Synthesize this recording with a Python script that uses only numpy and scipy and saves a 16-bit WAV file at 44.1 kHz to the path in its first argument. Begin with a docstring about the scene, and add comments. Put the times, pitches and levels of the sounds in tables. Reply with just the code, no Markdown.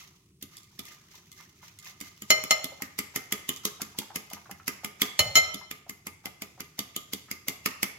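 """A steel fork whisks eggs and water in a glass pie dish, about six strokes a second.
Each stroke skids over the wet bottom, clicks, and thumps the dish on the counter.
Four times the fork strikes the bare wall and the glass rings; light grazes only tick.
The moving egg squelches and trapped air plops. A small kitchen reverberates and murmurs."""
import sys
import numpy as np
from scipy import signal
from scipy.fft import rfft, irfft, next_fast_len
from scipy.io import wavfile
from scipy.ndimage import map_coordinates

SR = 44100
rng = np.random.default_rng(int(sys.argv[2]) if len(sys.argv) > 2 else 0)


def store_wav(level_fs):
    """Save 16-bit WAV to argv[1]."""
    pcm = np.round(np.clip(np.atleast_2d(level_fs), -1, 1) * 32767)
    wavfile.write(sys.argv[1], SR, pcm.T.astype(np.int16))


N = 351918
T = np.arange(SR // 2) / SR  # event time/s

# dish and fork damped by egg: f/Hz, width/Hz, gain/dB
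DISH_MODES = [(670, 940, -10), (1219, 84, 6.5), (2079, 38, 13), (2760, 930, -0.5)]
# lightly damped wall: f/Hz, width/Hz, gain/dB
WALL_MODES = [(1210, 16, -3), (2078, 16, 0), (3040, 40, -13)]
# fork: f/Hz, width/Hz, gain/dB
FORK_MODES = [(3405, 380, 4), (4713, 600, 4.5), (6260, 1550, 1.5), (7000, 370, 9), (7600, 1900, -2.5)]
# tines: f/Hz, width/Hz, gain/dB
TINE_MODES = [(10750, 1900, 0.5), (12170, 440, 8.3), (14070, 650, 1.5)]
# fork on wet bottom: t/s, relative level/dB, place (0 flat bottom, 1 foot of wall)
STROKE_HITS = [(0.4258, -23.5, 0.17), (0.7921, -22.5, 0.54), (2.0114, -24, 0.74), (2.2207, -24, 0.35),
               (2.4382, -18.5, 0.84), (2.6431, -15.5, 0.34), (2.8209, -17, 1), (2.989, -11.5, 0.79),
               (3.1603, -10.5, 0.6), (3.3237, -9, 0.59), (3.491, -10, .2), (3.6524, -7.5, 0.081),
               (3.8176, -14.5, .3), (3.9874, -12, 0.1), (4.1587, -13.5, 0.74), (4.3336, -22.5, 0.73),
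               (4.5121, -25.5, 1), (4.6794, -11.5, 1), (4.8461, -16, 0.82), (5.018, -4, 0.52),
               (5.5438, -19.5, 0.22), (5.712, -19.5, 0.94), (5.8956, -21.5, 0.62), (6.0688, -20, 0.85),
               (6.2564, -18.5, 0.86), (6.4201, -19, .65), (6.605, -21, 0.57), (6.791, -13.5, 0.12),
               (6.9637, -14.5, .05), (7.1343, -13.5, .15), (7.313, -17, 0.89), (7.4832, -10.5, 0.73),
               (7.66, -8, 1), (7.83, -7, 0.75)]


def strokes():
    """Each stroke clicks through dish, fork and tines, throws up egg and thumps the counter."""
    out = np.zeros((2, N))
    lead_s, usual_db = .03, -16.5
    wall_clack_hz, bottom_clack_hz = 2054, 3310
    since = T - lead_s
    for s, db, place in STROKE_HITS:
        chatter_t60_s = at_pace(s, stirring=.027, whisking=.022)
        force = contact(lead_s, chatter_t60_s)
        dish = resonate(force, DISH_MODES) + amp(-5) * resonate(force, WALL_MODES)
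        dish *= amp(-10.5 + 6.5 * place)
        detune = 1 + .051 * rng.normal()
        clack = amp(-8) * place * resonate(force, [(wall_clack_hz * detune, 300, 0)])
        clack += amp(-10.5) * (1 - place) * resonate(force, [(bottom_clack_hz * detune, 330, 0)])
        fork = amp(-7) * resonate(force, regripped(FORK_MODES))
        tines = amp(-6) * resonate(force, TINE_MODES)
        slurp = amp(-20.5) * fade(abs(since), .047)
        spatter = amp(-25.5) * fade(abs(since), .26)
        splash = wet(len(T)) * np.where(since < 0, slurp, spatter)
        stroke = stereo(fork + dish + clack + tines + splash, width=.9)
        add(out, s - lead_s, amp(db - 7.5) * kitchen(stroke, near_db=-11.5, room_db=-11))
        excess_db = db - usual_db
        rocking = thump(tilt_db_oct=2.5 + .58 * excess_db)
        bass = kitchen(np.tile(rocking, (2, 1)), near_db=-5, room_db=-12.5)
        bass = (bass + bass.mean(axis=0)) / 2  # nearly mono
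        add(out, s, amp(-44.5 + .6 * excess_db) * bass)
    return out


def contact(lead_s, chatter_t60_s):
    """Tine force: a swelling skid for lead_s, a quick bite, then decaying chatter."""
    t = T - lead_s
    skid = amp(-21) * fade(abs(t), .02)
    bite = .5 * fade(abs(t), .0062)
    force = np.where(t < 0, skid + bite, fade(abs(t), chatter_t60_s))
    grit = gritty((2, len(T)), spread_db=1.5) * force
    return grit * np.linalg.norm(force) / np.linalg.norm(grit, axis=1, keepdims=True)


def regripped(modes):
    """Grip and depth in the egg shift the fork's modes from stroke to stroke."""
    return [(hz * (1 + .015 * rng.normal()), .75 * width_hz, db + 2.5 * rng.normal())
            for hz, width_hz, db in modes]


def at_pace(s, stirring, whisking):
    """Value at time s as the hand speeds up from stirring to whisking."""
    return np.interp(s, (.91, 2.6), (stirring, whisking))


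# loaded dish on counter: f/Hz
ROCKING_HZ = [87, 140, 208, 266, 335, 415]
# same modes: relative level/dB, t60/s
ROCKING_MODES = [(-13, 0.45), (-10, 0.16), (7.5, 0.082), (10, 0.049), (2, 0.044), (-7.5, 0.14)]


def thump(tilt_db_oct):
    """The dish rocks on the counter; a sharper blow tilts the level towards the upper modes."""
    ring = 0
    for hz, (db, t60_s) in zip(ROCKING_HZ, ROCKING_MODES):
        level_db = db + rng.normal() + tilt_db_oct * np.log2(hz / ROCKING_HZ[2])
        pitch_hz = hz * (1 + .012 * rng.normal())
        ring += amp(level_db) * fade(T, t60_s) * np.sin(2 * np.pi * pitch_hz * T)
    return ring * (1 - np.exp(-T / .0016))


# dish and fork in contact: f/Hz, width/Hz, gain/dB
CONTACT_MODES = [(580, 560, -2), (2380, 510, 1.5), (3090, 420, 3), (4090, 340, -1), (5250, 360, 1),
                 (6880, 390, 3.5)]
# fork on bare wall: t/s, ring/dB, place (0-1), crack/dB, jolt/dB, hold/s; levels relative
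WALL_HITS = [(2.3035, -14, 0.32, -17.5, -40, 0.0037), (2.5082, -17, 0.24, -18.5, -56, 0.0016),
             (5.1916, -21.5, 0.01, -16, -27.5, 0.00085), (5.3546, -15.5, 0.66, -22.5, -36.5, 0.021)]


def clinks():
    """The fork skids up to the bare wall and cracks on it; the glass rings, the dish shudders."""
    out = np.zeros((2, N))
    shudder_hz_db = [(25, -9), (60, 7.5), (87, 16), (130, 16.5), (300, -13), (600, 11.5), (2000, -17)]
    for s, db, place, crack_db, jolt_db, hold_s in WALL_HITS:
        free_s = np.maximum(T - hold_s, 0)  # time since the fork let go
        ring = glass_ring(db, place, free_s)
        chatter = rng.standard_normal((2, len(T))) * fade(free_s, .057)
        snap = rng.standard_normal((2, len(T))) * fade(T, .021)
        crack = amp(7.5) * resonate(chatter, CONTACT_MODES) + amp(2) * resonate(chatter, TINE_MODES)
        crack = stereo(crack + amp(1.5) * snap, width=.72)
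        blow = (ring + amp(crack_db - 9.5) * crack) * (1 - np.exp(-T / .0001))
        add(out, s, kitchen(blow, near_db=-8.5, room_db=-11.5))
        scrape = rng.standard_normal((2, len(T))) * fade(T, .06)
        skid = resonate(scrape, FORK_MODES)[:, ::-1]  # swells into the blow
        add(out, s - len(T) / SR, amp(-42.5) * stereo(skid, width=.37))
        shudder = shaped(rng.standard_normal(len(T)) * fade(T, .51), shudder_hz_db)
        add(out, s, amp(jolt_db) * shudder + amp(-42) * thump(tilt_db_oct=5.5))
    return out


# glass dish, some modes in close pairs: f/Hz
RING_HZ = [624, 1250, 1318, 2079, 3010, 3080, 4110, 4260, 5352, 5631, 6775, 12170]
# same modes: gain at place 0/dB, gain at place 1/dB, t60/s, L-R/dB
RING_MODES = [(-8.5, -27.5, 0.13, 0.5), (-14, -26.5, 0.063, -21), (-21.5, -17, 0.14, 16.5),
              (-2, -2, 0.16, -1), (4, -24.5, 0.09, -1), (-33, 5.5, 0.054, -16), (-10.5, 0.5, 0.039, 2.5),
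              (7.5, -30, 0.11, -1.5), (-15.5, -13.5, 0.1, 25), (-9.5, -20, 0.03, -23), (2.5, -9, 0.031, 8),
              (-30, -8, 0.051, 10.5)]


def glass_ring(db, place, free_s):
    """The place struck weights the modes; the dry rim sings on after the egg damps the rest."""
    ring = np.zeros((2, len(T)))
    for hz, (db0, db1, t60_s, pan_db) in zip(RING_HZ, RING_MODES):
        phase = rng.uniform(0, 2 * np.pi) + np.array([[0], [1.4]])
        slosh = .25 * wander(len(T), order=3)
        level_db = db + db0 + place * (db1 - db0) + pan_db * np.array([[.5], [-.5]])
        rim = amp(-22) * fade(T, .6) / np.hypot(1, (hz / 6500) ** 2) * hz / (hz + 1500)
        envelope = amp(level_db) * (fade(free_s, t60_s) + rim)
        ring += envelope * np.sin(2 * np.pi * hz * T + phase + slosh)
    return ring


# light tine contacts: t/s, relative level/dB
GRAZE_HITS = [(0.569, -27.5), (0.632, -38), (0.853, -29.5), (1.3166, -30.5), (1.788, -30.5),
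              (1.8465, -33.5), (2.0033, -27), (3.5616, -24), (4.3008, -28.5)]


def grazes():
    """A tine just ticks the glass."""
    out = np.zeros((2, N))
    for s, db in GRAZE_HITS:
        force = fade(T, .017) * gritty((2, len(T)), spread_db=3)
        tick = resonate(force, FORK_MODES) + amp(-3.5) * resonate(force, TINE_MODES)
        tick += amp(-7) * resonate(force, WALL_MODES)
        add(out, s, amp(db - 14.5) * kitchen(stereo(tick, width=1), near_db=-3, room_db=-5))
    return out


# egg in motion: t/s, level/dB
CHURN_CURVE = [(0, -57), (.4, -85), (.8, -62.5), (1.3, -68.5), (2.2, -65), (2.8, -67), (4.4, -65.5),
               (5.9, -79.5), (6.7, -67.5), (7.98, -72)]
# slow fork drags: peak t/s, relative level/dB
DRAGS = [(0.0, -44.5), (0.558, -47), (0.908, -44.5), (1.147, -47.5), (1.399, -47), (1.66, -46.5),
         (1.878, -38), (2.07, -44.5), (4.342, -44)]


def squelch():
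    """Moving egg squelches; each drag of the fork adds to it and excites the wall."""
    t = np.arange(N) / SR
    drag = np.zeros(N)
    for s, db in DRAGS:
        half_width_s = at_pace(s, stirring=.051, whisking=.028)
        drag += amp(db - 12.5) * np.exp(-((t - s) / half_width_s) ** 2)
    churn = amp(np.interp(t, *np.transpose(CHURN_CURVE)))
    egg = (churn + drag) * wet(N)
    glass = amp(-6) * drag * resonate(rng.standard_normal((2, N)), WALL_MODES)
    return kitchen(stereo(egg + glass, width=1), near_db=-11.5, room_db=-11)[:, :N]


# wet egg: f/Hz, relative level/dB
EGG_SPECTRUM = [(300, -27), (600, -3), (1100, -6), (1600, -5), (2100, 1.5), (3200, 1), (4600, 1.5),
                (6300, 5.5), (8800, -11.5), (12000, -2.5), (16000, -8.5)]


def wet(size):
    """Tearing films crackle and small bubbles pop: mid and side, rms 1."""
    clumps = amp(4 * wander(size, order=1))
    crackle = unit(gritty(size, spread_db=6) * clumps)
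    pops = np.zeros(size)
    for when, pitch, strength in rng.random((size // 150, 3)):
        pop = plop(900 * 10 ** pitch, t60_cycles=24, rise=8)
        add(pops, when * size / SR, amp(20 * strength + 10 * pitch) * pop)
    mid = crackle + .6 * unit(pops)
    side = unit(gritty(size, spread_db=6) * clumps)
    return unit(shaped(np.array([mid, side]), EGG_SPECTRUM))


# large air pockets in the egg: t/s, level/dB, f/Hz
LARGE_POCKETS = [(1.402, -46, 1145), (1.628, -43.5, 1010), (2.719, -38, 550), (2.803, -42, 793),
                 (3.805, -36.5, 1310), (4.015, -38.5, 890), (4.102, -36.5, 835), (4.313, -39, 805),
                 (4.368, -39, 935), (4.457, -41.5, 1154), (4.495, -37.5, 780), (4.598, -42.5, 1310),
                 (4.833, -38.5, 687), (5.612, -39.5, 970), (6.264, -36.5, 803), (6.598, -37, 1434)]


def bubbles():
    """An air pocket tears open with a smack and plops."""
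    out = np.zeros((2, N))
    for s, db, hz in LARGE_POCKETS + small_pockets():
        ring = plop(hz, t60_cycles=36, rise=1.65)
        tear = gritty(len(ring), spread_db=1) * fade(T[:len(ring)], .077)
        smack = resonate(tear, [(hz, hz / 2, 0), (1.9 * hz, hz, -9)])
        bubble = np.pad(ring + amp(-8.5) * smack, (0, len(T)))
        add(out, s, amp(db) * kitchen(np.tile(bubble, (2, 1)), near_db=-8, room_db=-13))
    return out


def small_pockets(whisking_from_s=2.6, share=.55, lead_s=.012):
    """Some whisking strokes trap air as the fork dives in: t/s, level/dB, f/Hz."""
    chances = rng.random(len(STROKE_HITS))
    scatter = rng.standard_normal((len(STROKE_HITS), 3))
    return [(s - lead_s + .017 * late, -44.5 + 2 * loud, 912 * 2 ** (.513 * high))
            for (s, _, _), chance, (late, loud, high) in zip(STROKE_HITS, chances, scatter)
            if s > whisking_from_s and chance < share]


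def plop(hz, t60_cycles, rise):
    """An air pocket rings, rising in pitch as it nears the surface."""
    t = T[:SR // 20]
    envelope = fade(t, t60_cycles / hz) * (1 - np.exp(-t / .0018))
    return envelope * np.sin(2 * np.pi * hz * (t + rise * t * t))


# room decay: f/Hz, t60/s
ROOM_DECAY = [(80, 0.79), (250, 0.2), (600, 0.62), (2000, 0.61), (6000, 0.64), (10000, 0.4), (16000, 0.18)]
# room tail: f/Hz, relative level/dB
ROOM_SPECTRUM = [(80, -11), (250, 2.5), (600, 3.5), (2000, -3), (6000, -8), (12000, -4.5)]


def kitchen(sound, near_db, room_db):
    """Direct sound, scatter off nearby bowls and room tail, new for each fork position."""
    hz, t, bins = signal.stft(rng.standard_normal((2, len(T))), SR, nperseg=256)
    bins = bins * fade(t, along(ROOM_DECAY, hz)[:, None]) * amp(along(ROOM_SPECTRUM, hz))[:, None]
    tail = signal.istft(bins, SR, nperseg=256)[1][:, :len(T)]
    near = filtered(rng.standard_normal((2, len(T))), lambda f: 1 / np.hypot(1, f / 7000))
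    near *= fade(T, .045)
    arrival = np.clip((T - .005) / .005, 0, 1)
    response = amp(near_db) * unit(near * arrival) + amp(room_db) * unit(tail * arrival)
    response /= np.sqrt(len(T))
    response[:, 0] += 1  # direct path
    return signal.fftconvolve(sound, response, axes=1)


# kitchen background: f/Hz, relative level/dB
MURMUR_SPECTRUM = [(25, -8), (50, -9), (80, 2), (170, 2.5), (260, -9.5), (380, -4.5), (600, -37.5),
                   (1200, -45.5), (3000, -30), (8000, -29), (16000, -32)]


def murmur():
    """Low steady noise of air and appliances."""
    air = unit(shaped(rng.standard_normal((2, N)), MURMUR_SPECTRUM))
    return amp(-62) * stereo(air, width=.25)


def amp(db):
    """Decibels to gain."""
    return 10 ** (np.asarray(db) / 20)


def unit(x):
    """Scale to rms 1."""
    return x / np.sqrt(np.mean(np.abs(x) ** 2) + 1e-20)


def fade(t, t60_s):
    """Exponential decay, 60 dB in t60_s."""
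    return np.exp(-np.log(1000) * t / t60_s)


def gritty(shape, spread_db):
    """Spiky noise, rms 1: tiny impacts of unequal size."""
    return unit(rng.standard_normal(shape) * amp(spread_db * rng.standard_normal(shape)))


def wander(size, order):
    """Random spline, one knot per 256 samples."""
    return map_coordinates(rng.standard_normal(size // 256 + 4), [np.arange(size) / 256], order=order)


def along(points, hz):
    """Interpolate (f/Hz, value) points on a log axis."""
    f, values = np.transpose(points)
    return np.interp(np.log(hz + 1), np.log(f + 1), values)


def filtered(x, response):
    """Apply a complex frequency response."""
    n = x.shape[-1]
    padded = next_fast_len(n + 4096)
    return irfft(rfft(x, padded) * response(np.fft.rfftfreq(padded, 1 / SR)), padded)[..., :n]


def shaped(x, spectrum):
    """Apply an (f/Hz, gain/dB) curve."""
    return filtered(x, lambda f: amp(along(spectrum, f)))


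def resonate(x, modes):
    """Apply (f/Hz, width/Hz, gain/dB) resonances, overall power gain 1."""
    return filtered(x, lambda f: unit(sum(
        (-1) ** k * amp(db) * 1j * f * width / (hz * hz - f * f + 1j * f * width)
        for k, (hz, width, db) in enumerate(modes))))


def stereo(sound, width, lag_s=.00011):
    """Mid and side to left and right: long waves reach both alike, the right first."""
    mid = sound[0]
    side = width * filtered(sound[1], lambda f: 1j * f / (700 + 1j * f))
    pair = np.array([mid + side, mid - side])
    return filtered(pair, lambda f: np.exp(1j * np.pi * f * lag_s * np.array([[-1], [1]])))


def add(track, s, sound):
    """Mix sound into track from time s."""
    part = track[..., max(round(s * SR), 0):][..., :sound.shape[-1]]
    part += sound[..., :part.shape[-1]]


def scene():
    """Whisking slightly to the right, with clinks, bubbles and the kitchen's murmur."""
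    whisking = (strokes() + grazes() + squelch()) * amp([[-.7], [.7]])
    return whisking + clinks() + bubbles() + murmur()


def record(dry):
    """Low cut, soft peak limit, steep high cut."""
    low_hz, ceiling, top_hz = 28, .9, 16200
    thinned = filtered(dry, lambda f: (1j * f / (low_hz + 1j * f)) ** 2)
    rounded = thinned / (1 + np.abs(thinned / ceiling) ** 4) ** (1 / 4)
    return filtered(rounded, lambda f: 1 / np.hypot(1, (f / top_hz) ** 70))


dry = scene()
out = record(dry)
store_wav(out)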